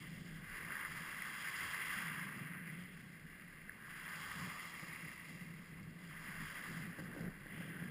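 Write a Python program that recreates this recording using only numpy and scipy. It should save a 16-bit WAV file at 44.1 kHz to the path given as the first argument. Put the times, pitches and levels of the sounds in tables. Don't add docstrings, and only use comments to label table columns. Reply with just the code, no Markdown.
import sys
import numpy as np
from scipy import signal
from scipy.fft import rfft, irfft, next_fast_len
from scipy.io import wavfile
from scipy.ndimage import uniform_filter1d, map_coordinates

SR = 44100
rng = np.random.default_rng(int(sys.argv[2]) if len(sys.argv) > 2 else 0)


def waveform_to_disk(signal):
    frames = np.transpose(np.atleast_2d(signal))
    scaled = np.clip(frames, -1, 1) * 32767
    samples = np.round(scaled).astype(np.int16)
    wavfile.write(sys.argv[1], SR, samples)


def how_loud(loudness_db):
    steps = np.asarray(loudness_db, float) / 20
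    return 10 ** steps


N = 348390


def rms_one(x):
    return x / np.sqrt(np.mean(x ** 2) + 1e-20)


def noise_band(low_hz, high_hz):
    return band(rng.standard_normal(N), low_hz, high_hz)


def band(x, low_hz, high_hz):
    return signal.sosfilt(signal.butter(3, [low_hz, high_hz], "band", fs=SR, output="sos"), x)


def drift(rate_hz):
    step, settle = 20, 2000
    pole = np.exp(-2 * np.pi * rate_hz * step / SR)
    coarse = rng.standard_normal(N // step + settle + 2)
    slow = signal.lfilter([1], [1, -2 * pole, pole * pole], coarse)[settle:]
    return np.interp(np.arange(N) / step, np.arange(len(slow)), rms_one(slow))


def swells(rows, *laws):
    t = np.arange(0, N + 64, 64) / SR
    start, hold, *levels = np.transpose(rows)[:, :, None]
    early = np.maximum(start - t, 0)
    late = np.maximum(t - start - hold, 0)
    curves = []
    for level_db, (swell, fade, lull_db) in zip(levels, laws):
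        strongest = (level_db - swell * early - fade * late).max(axis=0)
        curves.append(np.interp(np.arange(N) / SR, t, np.maximum(strongest, lull_db)))
    return curves


def ring(clicks, hz, t60):
    r, w = how_loud(-60 / (t60 * SR)), 2 * np.pi * hz / SR
    return signal.lfilter([0, np.sin(w)], [1, -2 * r * np.cos(w), r * r], clicks + 1e-18)


def resonate(x, modes):
    size = next_fast_len(N + SR // 2, True)
    f = np.linspace(1, SR / 2, size // 2 + 1)
    power = 0
    for hz, width, level_db in modes:
        detune = (f - hz * hz / f) / width
        power = power + how_loud(2 * level_db) / (1 + detune ** 2) ** 2
    cepstrum = irfft(np.log(power + 1e-12) / 2, size)
    cepstrum[1:size // 2] *= 2
    cepstrum[size // 2 + 1:] = 0
    return irfft(rfft(x, size) * np.exp(rfft(cepstrum)), size)[:N]


def steady(x, over_s, share):
    power = np.abs(uniform_filter1d(x * x, round(over_s * SR)))
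    swelling = np.sqrt(power + 0.054 * np.mean(x * x))
    return rms_one(x / swelling ** share)


# f/Hz, width/Hz, level/dB
CASE_MODES = [(543, 640, -22), (1186, 370, -1), (1591, 210, 2), (1800, 510, 0.5), (2040, 310, 3.5),
              (2423, 130, -6), (2735, 230, -4.5), (3240, 340, -14.5), (3900, 460, -25.5),
              (4110, 370, -25.5), (4775, 310, -16.5), (5110, 830, -17)]


def in_case(x):
    return resonate(x, CASE_MODES)


def bubbles(low_hz, high_hz, per_s, spread_db, cycles, far_db, surge_db):
    sizes = how_loud(spread_db * np.minimum(rng.exponential(1, N), 3.2)) * rng.choice([-1, 1], N)
    born = sizes * (rng.random(N) < per_s / SR)
    pitches = np.geomspace(low_hz, high_hz, 8)
    dealt = rng.integers(0, len(pitches), N)
    near = rms_one(sum(ring(born * (dealt == k), hz, cycles / hz) for k, hz in enumerate(pitches)))
    far = how_loud(far_db) * rms_one(noise_band(low_hz, high_hz))
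    return rms_one(how_loud(surge_db) * in_case(band(near + far, low_hz, high_hz)))


# arrival t/s, hold t/s, breaking crest level/dB, trapped air level/dB, wash over pebbles level/dB
SURGES = [(0, .05, -67, -63.5, -57.5), (.3, .15, -69, -60.5, -59.5), (.54, 0.16, -59.5, -53, -52.5),
          (.72, .1, -54.5, -50, -51), (.95, 0.76, -56.5, -52, -51.5), (1.45, 0.12, -54.5, -49.5, -48),
          (1.6, 0.33, -53, -49.5, -47.5), (1.93, 0.15, -52.5, -47, -47), (2.42, 0.17, -65.5, -56, -53.5),
          (2.95, 0.39, -76, -64, -62), (3.35, 0.38, -70.5, -62.5, -60), (3.8, .06, -65, -60, -59.5),
          (3.94, 0.16, -62.5, -53, -55.5), (4.1, 0.24, -55.5, -52.5, -52.5), (4.42, 0.09, -53, -59.5, -51),
          (4.75, 0.29, -60.5, -62.5, -52), (5.5, .25, -68.5, -75, -61), (6.05, .04, -65.5, -62, -60.5),
          (6.16, .05, -62, -56, -56), (6.29, 0.43, -58, -53.5, -53.5), (6.72, 0.017, -59.5, -55.5, -53.5),
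          (6.9, 0.35, -64.5, -57, -60.5), (7.56, .1, -65.5, -58, -54.5), (7.74, 0.017, -63.5, -53, -59.5)]
# swell rate/(dB/s), fade rate/(dB/s), lull level/dB
CREST_LAW = (54, 22.5, -72)
AIR_LAW = (61, 28, -68)
WASH_LAW = (60, 18.6, -62.5)


def surf(spill):
    crest_db, air_db, wash_db = swells(SURGES, CREST_LAW, AIR_LAW, WASH_LAW)
    crest = bubbles(747, 1486, 1500, 3.5, 8.5, 0.1, 0.9 * spill + 1.0 * drift(38))
    air = bubbles(1340, 1974, 1200, 4.3, 16.4, 0.08, 0.9 * spill + 0.2 * drift(43))
    wash = bubbles(1790, 3270, 2500, 3.7, 7.3, 0.15, 0.8 * spill + 1.04 * drift(31))
    roar_db = -68.5 + 0.6 * (crest_db + 56.5)
    roar = how_loud(roar_db) * rms_one(noise_band(307, 896))
    return how_loud(crest_db) * crest + how_loud(air_db) * air + how_loud(wash_db) * wash + roar


# arrival t/s, hold t/s, foam level/dB, fine bubbles level/dB
SPLASHES = [(0, 0.018, -66, -64.5), (.1, 0.24, -67.5, -68), (.56, 0.046, -63.5, -69),
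            (.74, 0.031, -62, -64), (.9, 0.81, -61, -63.5), (1.4, 0.13, -58, -58.5), (1.58, 0.13, -56, -57),
            (1.83, 0.18, -57.5, -57.5), (2.12, 0.088, -63, -64), (2.38, .03, -67.5, -68),
            (2.7, .02, -71, -70), (2.81, .02, -71, -67.5), (2.98, 0.022, -70.5, -74),
            (3.9, .05, -68.5, -69), (4.01, 0.12, -63.5, -64.5), (4.2, .13, -59, -60.5),
            (4.4, 0.067, -58, -62.5), (4.57, 0.11, -60.5, -65), (4.8, 0.038, -60, -74),
            (4.93, 0.19, -63.5, -74), (5.28, 0.053, -65, -73.5), (5.45, 0.2, -70.5, -82),
            (6.07, .12, -68.5, -69), (6.25, 0.16, -64, -67), (6.46, 0.11, -61.5, -63),
            (6.68, 0.078, -62, -67), (7.0, 0.018, -68.5, -71), (7.19, 0.026, -69.5, -74),
            (7.57, .08, -70.5, -65.5), (7.8, .05, -70.5, -69)]
# swell rate/(dB/s), fade rate/(dB/s), lull level/dB
FOAM_LAW = (55, 41, -74.5)
FINE_LAW = (70, 34, -78.5)


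def spray(spill):
    foam_db, fine_db = swells(SPLASHES, FOAM_LAW, FINE_LAW)
    fine = bubbles(2890, 3670, 2000, 1.1, 2.7, 0.1, 0.6 * spill + 0.83 * drift(35))
    foam = bubbles(3294, 6940, 2500, 4.5, 2.9, 0.1, 0.6 * spill + 0.47 * drift(38))
    return how_loud(fine_db) * fine + how_loud(foam_db) * foam


# arrival t/s, hold t/s, boom level/dB, buffeting level/dB
GUSTS = [(0, 0.43, -53, -65), (.63, 0.085, -57, -61), (.91, 0.1, -55, -64.5), (1.14, 0.03, -62, -66),
         (1.31, 0.031, -65, -66.5), (1.51, 0.027, -67, -75), (1.64, 0.024, -65, -64), (1.78, 0.2, -65, -66),
         (1.98, 0.48, -51.5, -68), (2.38, 0.043, -46, -62.5), (2.51, 0.34, -52.5, -65),
         (2.85, 0.27, -57, -68), (3.22, 0.045, -56.5, -72), (3.3, 0.39, -64, -70.5),
         (3.92, 0.15, -62.5, -72), (4.16, 0.048, -57, -74), (4.39, 0.098, -49.5, -62),
         (4.76, 0.042, -66, -66), (4.89, 0.016, -54, -63), (5.04, 0.024, -52.5, -62.5),
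         (5.3, 0.32, -54, -65), (5.72, 0.24, -54.5, -65.5), (6.0, 0.35, -55.5, -66.5),
         (6.4, 0.028, -49, -72), (6.58, 0.12, -59, -63.5), (6.71, 0.19, -48.5, -60.5),
         (7.0, 0.13, -51, -59), (7.18, 0.1, -57, -54), (7.37, 0.059, -56, -68), (7.54, 0.46, -50, -59)]
# swell rate/(dB/s), fade rate/(dB/s), lull level/dB
BOOM_LAW = (230, 240, -63.5)
BUFFET_LAW = (75, 200, -69.5)
# f/Hz, width/Hz, level/dB
AIR_SPRING = [(141.5, 110, -7), (166.9, 35, 8.5), (220, 107, -8.5)]


def gusts():
    boom_db, buffet_db = swells(GUSTS, BOOM_LAW, BUFFET_LAW)
    boom = steady(resonate(noise_band(85, 340), AIR_SPRING), 0.05, 0.55)
    dulled = signal.butter(2, 280, fs=SR, output="sos")
    buffet = steady(signal.sosfilt(dulled, noise_band(190, 890)), 0.03, 0.6)
    return how_loud(boom_db) * boom + how_loud(buffet_db) * buffet


# arrival t/s, hold t/s, thud level/dB, push level/dB
LEANS = [(.08, 0.13, -63.5, -68), (.35, 0.19, -65, -61), (.62, .05, -66, -69), (.86, 0.069, -64, -64),
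         (1.14, .03, -69, -68), (1.64, 0.025, -59, -83), (1.9, .06, -67, -75), (2.9, 0.071, -70.5, -71),
         (3.25, .1, -68, -71.5), (3.55, 0.22, -72, -70), (3.92, .1, -77, -68), (4.25, .2, -63.5, -78),
         (4.52, .04, -71, -75), (4.86, .06, -69, -77), (5.1, .08, -67.5, -76), (5.4, 0.23, -71, -73),
         (5.75, .2, -62.5, -71), (6.14, .15, -71, -67), (6.39, 0.099, -64, -61), (6.67, .03, -68, -73),
         (6.76, 0.06, -62, -65), (7.02, 0.052, -61.5, -69), (7.22, .2, -66, -61), (7.53, 0.047, -66, -78),
         (7.8, .1, -67, -78)]
# swell rate/(dB/s), fade rate/(dB/s), lull level/dB
THUD_LAW = (130, 130, -75.5)
PUSH_LAW = (78, 130, -81)


def leans():
    thud_db, push_db = swells(LEANS, THUD_LAW, PUSH_LAW)
    thud = steady(noise_band(50, 143), 0.025, 0.55)
    push = steady(noise_band(21, 32), 0.13, 0.43)
    return how_loud(thud_db) * thud + how_loud(push_db) * push


# f/Hz, level/dB per Hz
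HISS_COLOUR = [(40, -10), (200, 4.5), (800, -27), (2500, -25.5), (4500, -21), (5500, -34.5), (6000, -41)]


def hiss():
    hz, level_db = np.transpose(HISS_COLOUR)
    bins = np.linspace(1, SR / 2, N // 2 + 1)
    colour = how_loud(np.interp(np.log(bins), np.log(hz), level_db, right=-80))
    return how_loud(-65) * rms_one(irfft(rfft(rng.standard_normal(N)) * colour, N))


# t/s, peak level/dB, f/Hz
KNOCKS = [(.0638, -59, 2040), (.1685, -48, 2150), (0.6478, -38, 2060), (0.7046, -32, 1470),
          (0.721, -35, 1800), (.7535, -35, 1860), (0.767, -33, 1800), (0.8068, -42, 1800),
          (1.1274, -36, 1650), (1.2206, -33, 2040), (1.9862, -35, 1960), (2.193, -45, 1920),
          (3.694, -35.5, 1740), (3.881, -40.5, 1050), (6.127, -44, 2100), (7.3935, -62.5, 1590),
          (7.4664, -43, 1770), (7.522, -45, 2000)]


def pebbles():
    knocks = np.zeros(N)
    t = np.arange(round(0.01 * SR)) / SR
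    shape = (1 - np.exp(-t / 0.0006)) * np.exp(-t / 0.0017)
    for start, peak_db, hz in KNOCKS:
        i = round(start * SR)
        knocks[i:i + len(t)] += how_loud(peak_db + 5) * shape * np.sin(2 * np.pi * hz * t)
    return in_case(knocks)


# t/s, peak level/dB
TICKS = [(2.375, -52), (2.799, -58), (2.8374, -56), (2.9457, -72), (2.9662, -68.5), (4.0944, -49),
         (4.159, -47), (5.8301, -55), (5.907, -61), (6.0741, -53), (6.4253, -58), (6.996, -50),
         (7.047, -58), (7.194, -57), (7.2082, -51), (7.6924, -56)]


def drops():
    clicks = np.zeros(N)
    for start, peak_db in TICKS:
        clicks[round(start * SR)] = how_loud(peak_db - 5)
    return ring(clicks, 4850, 0.025) + 0.75 * ring(clicks, 5100, 0.0064)


# t/s, port level/dB, air spring level/dB
SLAPS = [(4.18, -63, -52), (4.44, -68, -49), (4.472, -57, -40), (4.828, -49.5, -42.5), (5.421, -62, -46),
         (5.809, -59, -41), (5.894, -64, -49), (6.284, -60, -40), (6.709, -61, -39), (6.766, -68, -48.5),
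         (6.987, -42, -42), (7.0, -46, -44), (7.02, -47, -43), (7.164, -44, -45), (7.177, -50, -42),
         (7.192, -44, -50), (7.205, -47, -33.5), (7.2231, -62, -35.5), (7.241, -46, -34), (7.262, -59, -39),
         (7.279, -68, -37), (7.293, -54, -43), (7.46, -47, -46), (7.538, -64, -42), (7.576, -46, -59),
         (7.609, -46, -47), (7.821, -46, -39), (7.854, -65, -39)]


def slaps():
    port, spring = np.zeros((2, N))
    for start, port_db, spring_db in SLAPS:
        i = round(start * SR)
        port[i], spring[i] = how_loud(port_db), how_loud(spring_db)
    kick = ring(port, 300, 0.06) + 0.6 * ring(port, 520, 0.04) + 0.3 * ring(port, 790, 0.022)
    boom = band(ring(spring, 185, 0.07), 86, 430)
    puff = signal.lfilter([1], [1, -np.exp(-1 / (0.006 * SR))], port + 1e-18)
    edge = how_loud(-24) * puff * rms_one(noise_band(2500, 5950))
    return kick + boom + edge


def scene():
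    spill = drift(38)
    water = surf(spill) + spray(spill)
    wind = gusts() + leans() + slaps()
    return (water + wind + hiss() + pebbles() + drops())[None]


def roll_off(x):
    return signal.sosfilt(signal.butter(12, 15690, fs=SR, output="sos"), x)


def record(dry):
    slow_rate, holds = 12000, 4
    guard = signal.sosfilt(signal.butter(4, 5500, fs=SR, output="sos"), dry[0])
    slow = map_coordinates(guard, [np.arange(0, N, SR / slow_rate)], order=3, mode="nearest")
    held = np.repeat(slow, holds)
    out = signal.resample_poly(held, SR, holds * slow_rate)[:N]
    top_cut = signal.ellip(10, 0.1, 60, 15280, fs=SR, output="sos")
    out = signal.sosfiltfilt(top_cut, out)
    return roll_off(np.pad(out, (0, N - len(out)))[None])


dry = scene()
out = record(dry)
waveform_to_disk(out)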